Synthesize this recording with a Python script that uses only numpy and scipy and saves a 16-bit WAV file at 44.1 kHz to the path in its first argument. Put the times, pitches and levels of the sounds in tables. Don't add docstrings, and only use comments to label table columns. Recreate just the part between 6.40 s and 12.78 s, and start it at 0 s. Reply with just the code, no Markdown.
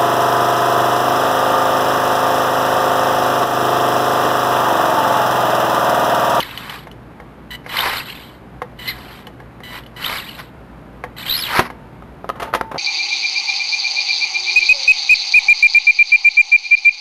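import sys
import numpy as np
from scipy import signal
from scipy.fft import rfft, irfft, next_fast_len
from scipy.io import wavfile
from scipy.ndimage import uniform_filter1d

SR = 44100
rng = np.random.default_rng(int(sys.argv[2]) if len(sys.argv) > 2 else 0)


def unload_audio(sound):
    columns = np.transpose(np.atleast_2d(sound))
    steps = np.round(np.clip(columns, -1, 1) * 32767)
    wavfile.write(sys.argv[1], SR, steps.astype(np.int16))


N = 281351

# (frequency [Hz], density [dB])
RATTLE_SPECTRUM = [(200, 6), (900, -11), (1600, 9), (2100, 3), (2550, -28), (3000, 15), (3450, 1.5),
                   (4000, 10), (4700, 2), (5400, -10), (6400, -12), (8000, 4.5)]
# (on [s], off [s], tooth rate approached [Hz], run-down time constant [s],
# gears loaded from [s], until [s], whine under load before gearbox response [dB],
# whine at start of run-down before response [dB], tight spot of spur gear meets pinion [s],
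# throb depth [dB])
MOTOR_REVS = [(-0.3, -0.025, 5300, .06, -0.1, -0.025, -19, -16.5, 0.008, 10),
              (1.344, 1.563, 5350, .06, 1.364, 1.41, -11.5, -21, 1.391, 18),
              (1.57, 1.708, 3080, .06, 1.69, 1.706, -25, -40, 1.703, 6),
              (2.37, 2.503, 2330, .1, 2.48, 2.503, -19, -20, 2.483, 3),
              (3.6, 3.767, 5350, .06, 3.645, 3.665, -14.5, -23, 3.646, 17),
              (3.8, 3.898, 3580, .06, 3.888, 3.898, -27, -40, 3.895, 5),
              (4.836, 5.004, 5450, .112, 4.896, 5.004, -14, -16, 4.913, 8)]


def from_db(db):
    return 10 ** (np.asarray(db) / 20)


def rms_one(x):
    return x / np.sqrt(np.mean(x ** 2) + 1e-20)


def seconds(size=N):
    return np.arange(size) / SR


def coloured(x, spectrum):
    hz, db = np.transpose(spectrum)
    size = next_fast_len(len(x))
    f = np.fft.rfftfreq(size, 1 / SR) + 1
    gain = from_db(np.interp(np.log(f), np.log(hz), db))
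    return rms_one(irfft(rfft(x, size) * gain, size)[:len(x)])


def drift(rate_hz):
    sos = signal.butter(2, rate_hz, fs=SR, output="sos")
    slow = signal.sosfilt(sos, rng.standard_normal(N + SR))
    return rms_one(slow[SR:])


def low_pass(x, hz, order=2):
    return signal.sosfilt(signal.butter(order, min(hz, SR / 3), fs=SR, output="sos"), x)


def dying(t, t60):
    return np.exp(-np.log(1000) * t / t60)


def swell(full, end, attack_s, release_s):
    t, curve = seconds(), 1.91
    rise = 1 + (t - full) / attack_s
    fall = 1 - (t - end) / release_s
    return np.clip(np.minimum(rise, fall), 0, 1) ** curve


def add(out, s, sound):
    at = int(np.clip(s * SR, 0, N - 1))
    out[at:at + len(sound)] += sound[:N - at]


def grains(per_s, spread_db):
    present = rng.random(N) < per_s / SR
    sign = rng.choice([-1, 1], N)
    size_db = spread_db * np.minimum(rng.exponential(1, N), 4)
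    return present * sign * from_db(size_db)


def ring(clicks, hz, t60):
    r, w = dying(1 / SR, t60), 2 * np.pi * hz / SR
    return signal.lfilter([0, np.sin(w)], [1, -2 * r * np.cos(w), r * r], clicks + 1e-18)


def chatter(clicks, low_hz, high_hz, t60, count):
    dealt = rng.integers(0, count, N)
    rings = np.zeros(N)
    for k, hz in enumerate(np.geomspace(low_hz, high_hz, count)):
        rings += ring(clicks * (dealt == k), hz, t60)
    return rms_one(low_pass(np.diff(rings, prepend=0), 3610, order=4))


def blow(modes, bright_hz, crack_t60, crack_db):
    # (frequency [Hz], density [dB])
    crack_spectrum = [(60, -17), (200, -10), (450, 1.5), (1100, 1), (2200, -6), (3200, -5), (4200, -6),
                      (6000, -4), (8000, -2.5)]
    mode_spread_db = 2
    t = seconds(SR // 3)
    ringing = np.zeros(len(t))
    for k, (hz, db, t60) in enumerate(modes):
        gain = (-1) ** k * from_db(db + rng.normal(0, mode_spread_db))
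        ringing += gain * np.sin(2 * np.pi * hz * t) * dying(t, t60)
    noise = coloured(rng.standard_normal(len(t)), crack_spectrum)
    crack = from_db(crack_db) * noise * dying(t, crack_t60)
    onset = 1 - np.exp(-t / (0.0063 * crack_t60))
    hit = low_pass(ringing + crack, bright_hz) * onset
    return hit / np.sqrt(np.mean(hit[:SR // 100] ** 2))


def outdoors():
    # (frequency [Hz], density [dB])
    air_spectrum = [(20, -56), (40, -16), (60, 5.5), (85, -8), (150, 1), (240, -0.5), (400, -6.5),
                    (800, -9.5), (1500, -15.5), (2200, -21.5), (3200, -28.5), (4500, -34.5), (6000, -40.5),
                    (8000, -39.5)]
    # (frequency [Hz], median level [dB])
    hum_tones = [(56.2, -52), (119.5, -49)]
    air_db = -39
    hum = np.zeros(N)
    for hz, db in hum_tones:
        gain = np.sqrt(2) * from_db(db + 3.16 * drift(2.1))
        hum += gain * np.sin(2 * np.pi * hz * seconds() + 0.33 * drift(7.1))
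    return from_db(air_db) * coloured(rng.standard_normal(N), air_spectrum) + hum


def house_wall(x):
    t = seconds(SR // 2)
    tail = low_pass(rng.standard_normal(len(t)), 6700) * dying(t, t60=0.23) * (t > .005)
    return signal.fftconvolve(x, tail / np.sqrt(np.sum(tail ** 2)))[:N]


def bumps():
    # (time [s], level [dB], brightness [Hz], clatter t60 [s])
    contacts = [(5.192, -8.5, 2400, 0.047), (5.197, -16.5, 2060, 0.098), (5.623, -38.5, 1500, 0.032),
                (5.843, -26, 910, 0.049), (5.891, -20, 2900, 0.01), (5.899, -18, 2110, 0.021),
                (5.955, -34.5, 1500, 0.2), (5.998, -24.5, 2270, 0.1), (6.02, -22.5, 1920, 0.13),
                (6.028, -25.5, 2980, 0.038), (6.041, -32.5, 1850, 0.25), (6.077, -35, 1480, 0.15),
                (6.129, -28.5, 1500, 0.074), (6.137, -13, 2000, 0.046), (6.148, -13.5, 2470, 0.073),
                (6.211, -15.5, 2130, 0.016), (6.314, -24, 1530, 0.08), (6.344, -23, 895, 0.049),
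                (6.357, -23, 1010, 0.1)]
    # (frequency [Hz], relative level [dB], t60 [s])
    case_modes = [(384, -14, 0.056), (534, -10, 0.065), (737, -5, 0.045), (1024, -3, 0.039),
                  (1280, 5.5, 0.021), (1900, 2, 0.0073)]
    # (frequency [Hz], level [dB], t60 [s])
    boom_modes = [(163, -27, 0.16), (238.5, -20.5, 0.19), (362, -5, 0.036), (544, -8.5, 0.051)]
    # (time [s], frequency [Hz], level [dB], t60 [s])
    pings = [(2.51, 737, -45, 2.2), (5.192, 900, -41.5, 1.6), (6.076, 899, -30.5, .3), (6.136, 893, -30, 2)]
    out, t = np.zeros(N), seconds(SR)
    for s, db, bright_hz, t60 in contacts:
        add(out, s, from_db(db) * blow(case_modes, bright_hz, crack_t60=t60, crack_db=12))
    crash_s = contacts[0][0]
    for hz, db, t60 in boom_modes:
        add(out, crash_s, from_db(db) * np.sin(2 * np.pi * hz * t) * dying(t, t60))
    for s, hz, db, t60 in pings:
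        add(out, s, from_db(db) * np.sin(2 * np.pi * hz * t) * dying(t, t60))
    return out


def knocks():
    # (time [s], level [dB], brightness [Hz])
    chassis_hits = [(0.47, -33.5, 3150), (0.8, -34, 2600), (1.262, -29, 3700), (1.389, -28.5, 3000),
                    (1.45, -32, 1250), (1.467, -38, 1250), (2.218, -20, 2620), (2.87, -35, 1960),
                    (3.001, -36, 3000), (3.203, -38, 3160), (3.992, -45.5, 3000), (4.638, -22, 2500),
                    (5.301, -28, 2540)]
    # (time [s], level [dB])
    gear_ticks = [(0.003, -20.5), (0.175, -26), (0.296, -28), (0.514, -40), (1.835, -45), (2.869, -36),
                  (3.436, -44.5), (3.463, -41)]
    # (time [s], level [dB])
    wheel_hops = [(4.901, -26.5), (5.01, -43)]
    # (frequency [Hz], relative level [dB], t60 [s])
    chassis_modes = [(495, -8.5, 0.11), (743, -6, 0.055), (853, -3.5, 0.041), (877, -7.5, .06),
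                     (1090, -4.5, 0.032), (1660, -4, 0.023), (1863, -13.5, 0.086), (2125, -3.5, 0.026)]
    gearbox_modes = [(1980, -12, 0.017), (2974, -1.5, 0.021), (3420, -14, 0.039), (4170, -5.5, 0.0091)]
    out, t = np.zeros(N), seconds(SR // 3)
    for s, db, bright_hz in chassis_hits:
        add(out, s, from_db(db) * blow(chassis_modes, bright_hz, crack_t60=0.053, crack_db=-2))
    for s, db in gear_ticks:
        add(out, s, from_db(db) * blow(gearbox_modes, bright_hz=6000, crack_t60=0.07, crack_db=-11.0))
    for s, db in wheel_hops:
        add(out, s, from_db(db) * np.sin(2 * np.pi * 45 * t) * dying(t, t60=0.098))
    return out


def effort():
    # (full [s], end [s], build-up [s], gear rattle [dB], tyres [dB])
    pulls = [(1.36, 1.589, 0.11, -25.5, -28.5), (2.484, 2.5, .13, -29.5, -37.5),
             (3.344, 3.372, 0.1, -36.5, -36.5), (3.653, 3.785, .11, -26.5, -32),
             (4.785, 4.88, .02, -30.5, -41), (4.871, 5.187, 0.048, -27, -37)]
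    # (start [s], stop [s], gear rattle [dB], tyres [dB], slowing [dB/s])
    coasts = [(0, 0.36, -36, -38, 1), (1.662, 1.893, -32.5, -39.5, 52.5), (2.557, 2.78, -41.5, -41.5, 12.5),
              (3.84, 3.999, -35, -42.5, 31)]
    # (peak [s], level [dB], swell [s], fade [s])
    crunches = [(0.003, -27.5, .05, 0.032), (0.345, -34.5, 0.31, 0.11), (1.462, -20, 0.26, 0.15),
                (3.72, -26.5, 0.22, 0.12), (3.998, -30.5, 0.044, 0.04), (5.185, -15, 0.15, 0.064),
                (5.265, -29.5, 0.073, 0.026)]
    gear_power, tyre_power = np.zeros(N), np.zeros(N)
    for full, end, build_s, rattle_db, tyre_db in pulls:
        shape = swell(full, end, build_s, release_s=.08)
        gear_power += (from_db(rattle_db) * shape) ** 2
        tyre_power += (from_db(tyre_db) * shape) ** 2
    for start, stop, rattle_db, tyre_db, slowing in coasts:
        slowed_db = -slowing * np.clip(seconds() - start, 0, stop - start)
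        shape = swell(start, stop, attack_s=0.05, release_s=0.14) * from_db(slowed_db)
        gear_power += (from_db(rattle_db) * shape) ** 2
        tyre_power += (from_db(tyre_db) * shape) ** 2
    for s, db, swell_s, fade_s in crunches:
        tyre_power += (from_db(db) * swell(s, s, swell_s, fade_s)) ** 2
    return np.sqrt(gear_power), np.sqrt(tyre_power)


def rolling(throb):
    # (frequency [Hz], density [dB])
    tyre_spectrum = [(40, -40), (150, -38), (400, -8.5), (700, -4.5), (1020, 2.5), (1300, -3.5),
                     (1600, 0.5), (2200, -1.5), (3200, -16), (5000, -12), (8000, -33)]
    gear_gain, tyre_gain = effort()
    rasp_grains = grains(3000, spread_db=0.5) * from_db(1.2 * drift(73) + throb)
    rasp = coloured(rasp_grains, RATTLE_SPECTRUM)
    clack_grains = grains(420, spread_db=2) * from_db(2 * throb)
    clacks = chatter(clack_grains, 1900, 4700, t60=.028, count=26)
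    tread_grains = grains(2400, spread_db=1.5) * from_db(2 * drift(60))
    tyres = coloured(tread_grains, tyre_spectrum)
    shell = chatter(grains(500, spread_db=2), 920, 1400, t60=.028, count=10)
    gears = rasp + from_db(-3) * clacks
    wheels = tyres + from_db(-6.0) * shell
    return gear_gain * gears + tyre_gain * wheels


def controller_buzz():
    # (start [s], end [s], first level [dB], last level [dB]),
    # before the inrush boost
    throttle = [(1.105, 1.16, -33.5, -32), (1.291, 1.347, -34.5, -38), (2.388, 2.49, -38, -36),
                (3.233, 3.389, -38, -37), (3.562, 3.656, -37, -44), (4.765, 4.855, -40, -61)]
    partials_db = [-11, 0, -1.5, -8, -22, -20, -25]
    chop_hz, brushes_db = 992, -3
    inrush_share, inrush_t60_s = .6, 0.16
    t, level = seconds(), np.zeros(N)
    for start, end, first_db, last_db in throttle:
        inrush = 1 + inrush_share * dying(np.maximum(t - start, 0), inrush_t60_s)
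        gain = from_db(np.interp(t, [start, end], [first_db, last_db]))
        level += (t > start) * (t < end) * inrush * gain
    phase = 2 * np.pi * np.cumsum(chop_hz * (1 + .004 * drift(70))) / SR
    tone = np.zeros(N)
    for k, db in enumerate(partials_db, 1):
        tone += from_db(db + 2.8 * drift(160)) * np.sin(k * phase + .55 * drift(220))
    brushes = from_db(brushes_db) * coloured(grains(2500, spread_db=3), RATTLE_SPECTRUM)
    return low_pass(level, 250) * (rms_one(tone) + brushes)


def motor():
    # (frequency [Hz], gain [dB])
    whine_response = [(1200, -70), (1650, -17), (2070, -3), (2500, -13), (3030, 0), (3400, -6), (3850, 0),
                      (4400, -3), (5200, -10)]
    # (time [s], peak share of speed lost)
    bites = [(4.929, .14), (4.957, .15)]
    bite_s, spin_up_s, rolling_hz = .012, .055, 1200
    slack_db = -17
    run_down_db_per_s = 70
    t = seconds()
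    speeds = []
    for on, off, top_hz, run_down_s, *_ in MOTOR_REVS:
        spin_up = 1 - np.exp(-np.clip(t - on, 0, off - on) / spin_up_s)
        run_down = np.exp(-np.maximum(t - off, 0) / run_down_s)
        speeds.append(top_hz * spin_up * run_down)
    rev = np.argmax(speeds, axis=0)
    drag = sum(share * np.exp(-((t - s) / bite_s) ** 2) for s, share in bites)
    hz = np.maximum(np.max(speeds, axis=0) * (1 - drag), rolling_hz)
    _, off, _, _, loaded, unloaded, load_db, run_down_db, _, _ = np.array(MOTOR_REVS)[rev].T
    load = swell(loaded, unloaded, attack_s=.04, release_s=.025)
    driven_db = load_db + slack_db * (1 - load)
    free_db = run_down_db - run_down_db_per_s * (t - off)
    radiated_db = np.interp(hz, *np.transpose(whine_response))
    db = np.where(t < off, driven_db, free_db) + radiated_db
    return hz, uniform_filter1d(db, size=200), rev


def spur_throb(hz, rev):
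    spur_teeth = 56
    turns = np.cumsum(hz) / SR / spur_teeth
    *_, spots, depth_db = np.transpose(MOTOR_REVS)
    tight_turn = np.interp(spots, seconds(), turns)[rev]
    throb = np.cos(2 * np.pi * (turns - tight_turn))
    return throb, depth_db[rev] * (throb - 1) / 2


def gear_whine(hz, db):
    phase = 2 * np.pi * np.cumsum(hz * (1 + .014 * drift(120))) / SR + .38 * drift(500)
    tone = np.sin(phase) + from_db(-24.5) * np.sin(2 * phase)
    for multiple in (1 / 2, 2 / 3):
        tone += from_db(-39.0 + 2 * drift(70)) * np.sin(multiple * phase + drift(160))
    for multiple, order_db in ((3 / 2, -7), (2, -1)):
        radiated = np.exp(-((multiple * hz - 4120) / 450) ** 2)
        tone += from_db(order_db) * radiated * np.sin(multiple * phase)
    return np.sqrt(2) * from_db(db + drift(130)) * tone


def scene():
    hz, whine_db, rev = motor()
    throb, dip_db = spur_throb(hz, rev)
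    whine = gear_whine(hz, whine_db + dip_db)
    truck = bumps() + knocks() + rolling(throb) + controller_buzz() + whine
    return (outdoors() + from_db(-19) * house_wall(truck) + truck)[None]


def record(dry):
    hold_hz, alias_guard_hz, cutoff_hz = 16000, 7650, 12800
    heard = low_pass(np.clip(dry, -1, 1), alias_guard_hz, order=12)
    mirrored = heard * (1 + 2 * from_db(2.5) * np.cos(2 * np.pi * hold_hz * seconds()))
    size = next_fast_len(N)
    hold_gain = np.sinc(np.fft.rfftfreq(size, 1 / SR) / hold_hz)
    held = irfft(rfft(mirrored, size) * hold_gain, size)[:, :N]
    return signal.sosfilt(signal.ellip(12, .2, 80, cutoff_hz, fs=SR, output="sos"), held)


dry = scene()
out = record(dry)
unload_audio(out)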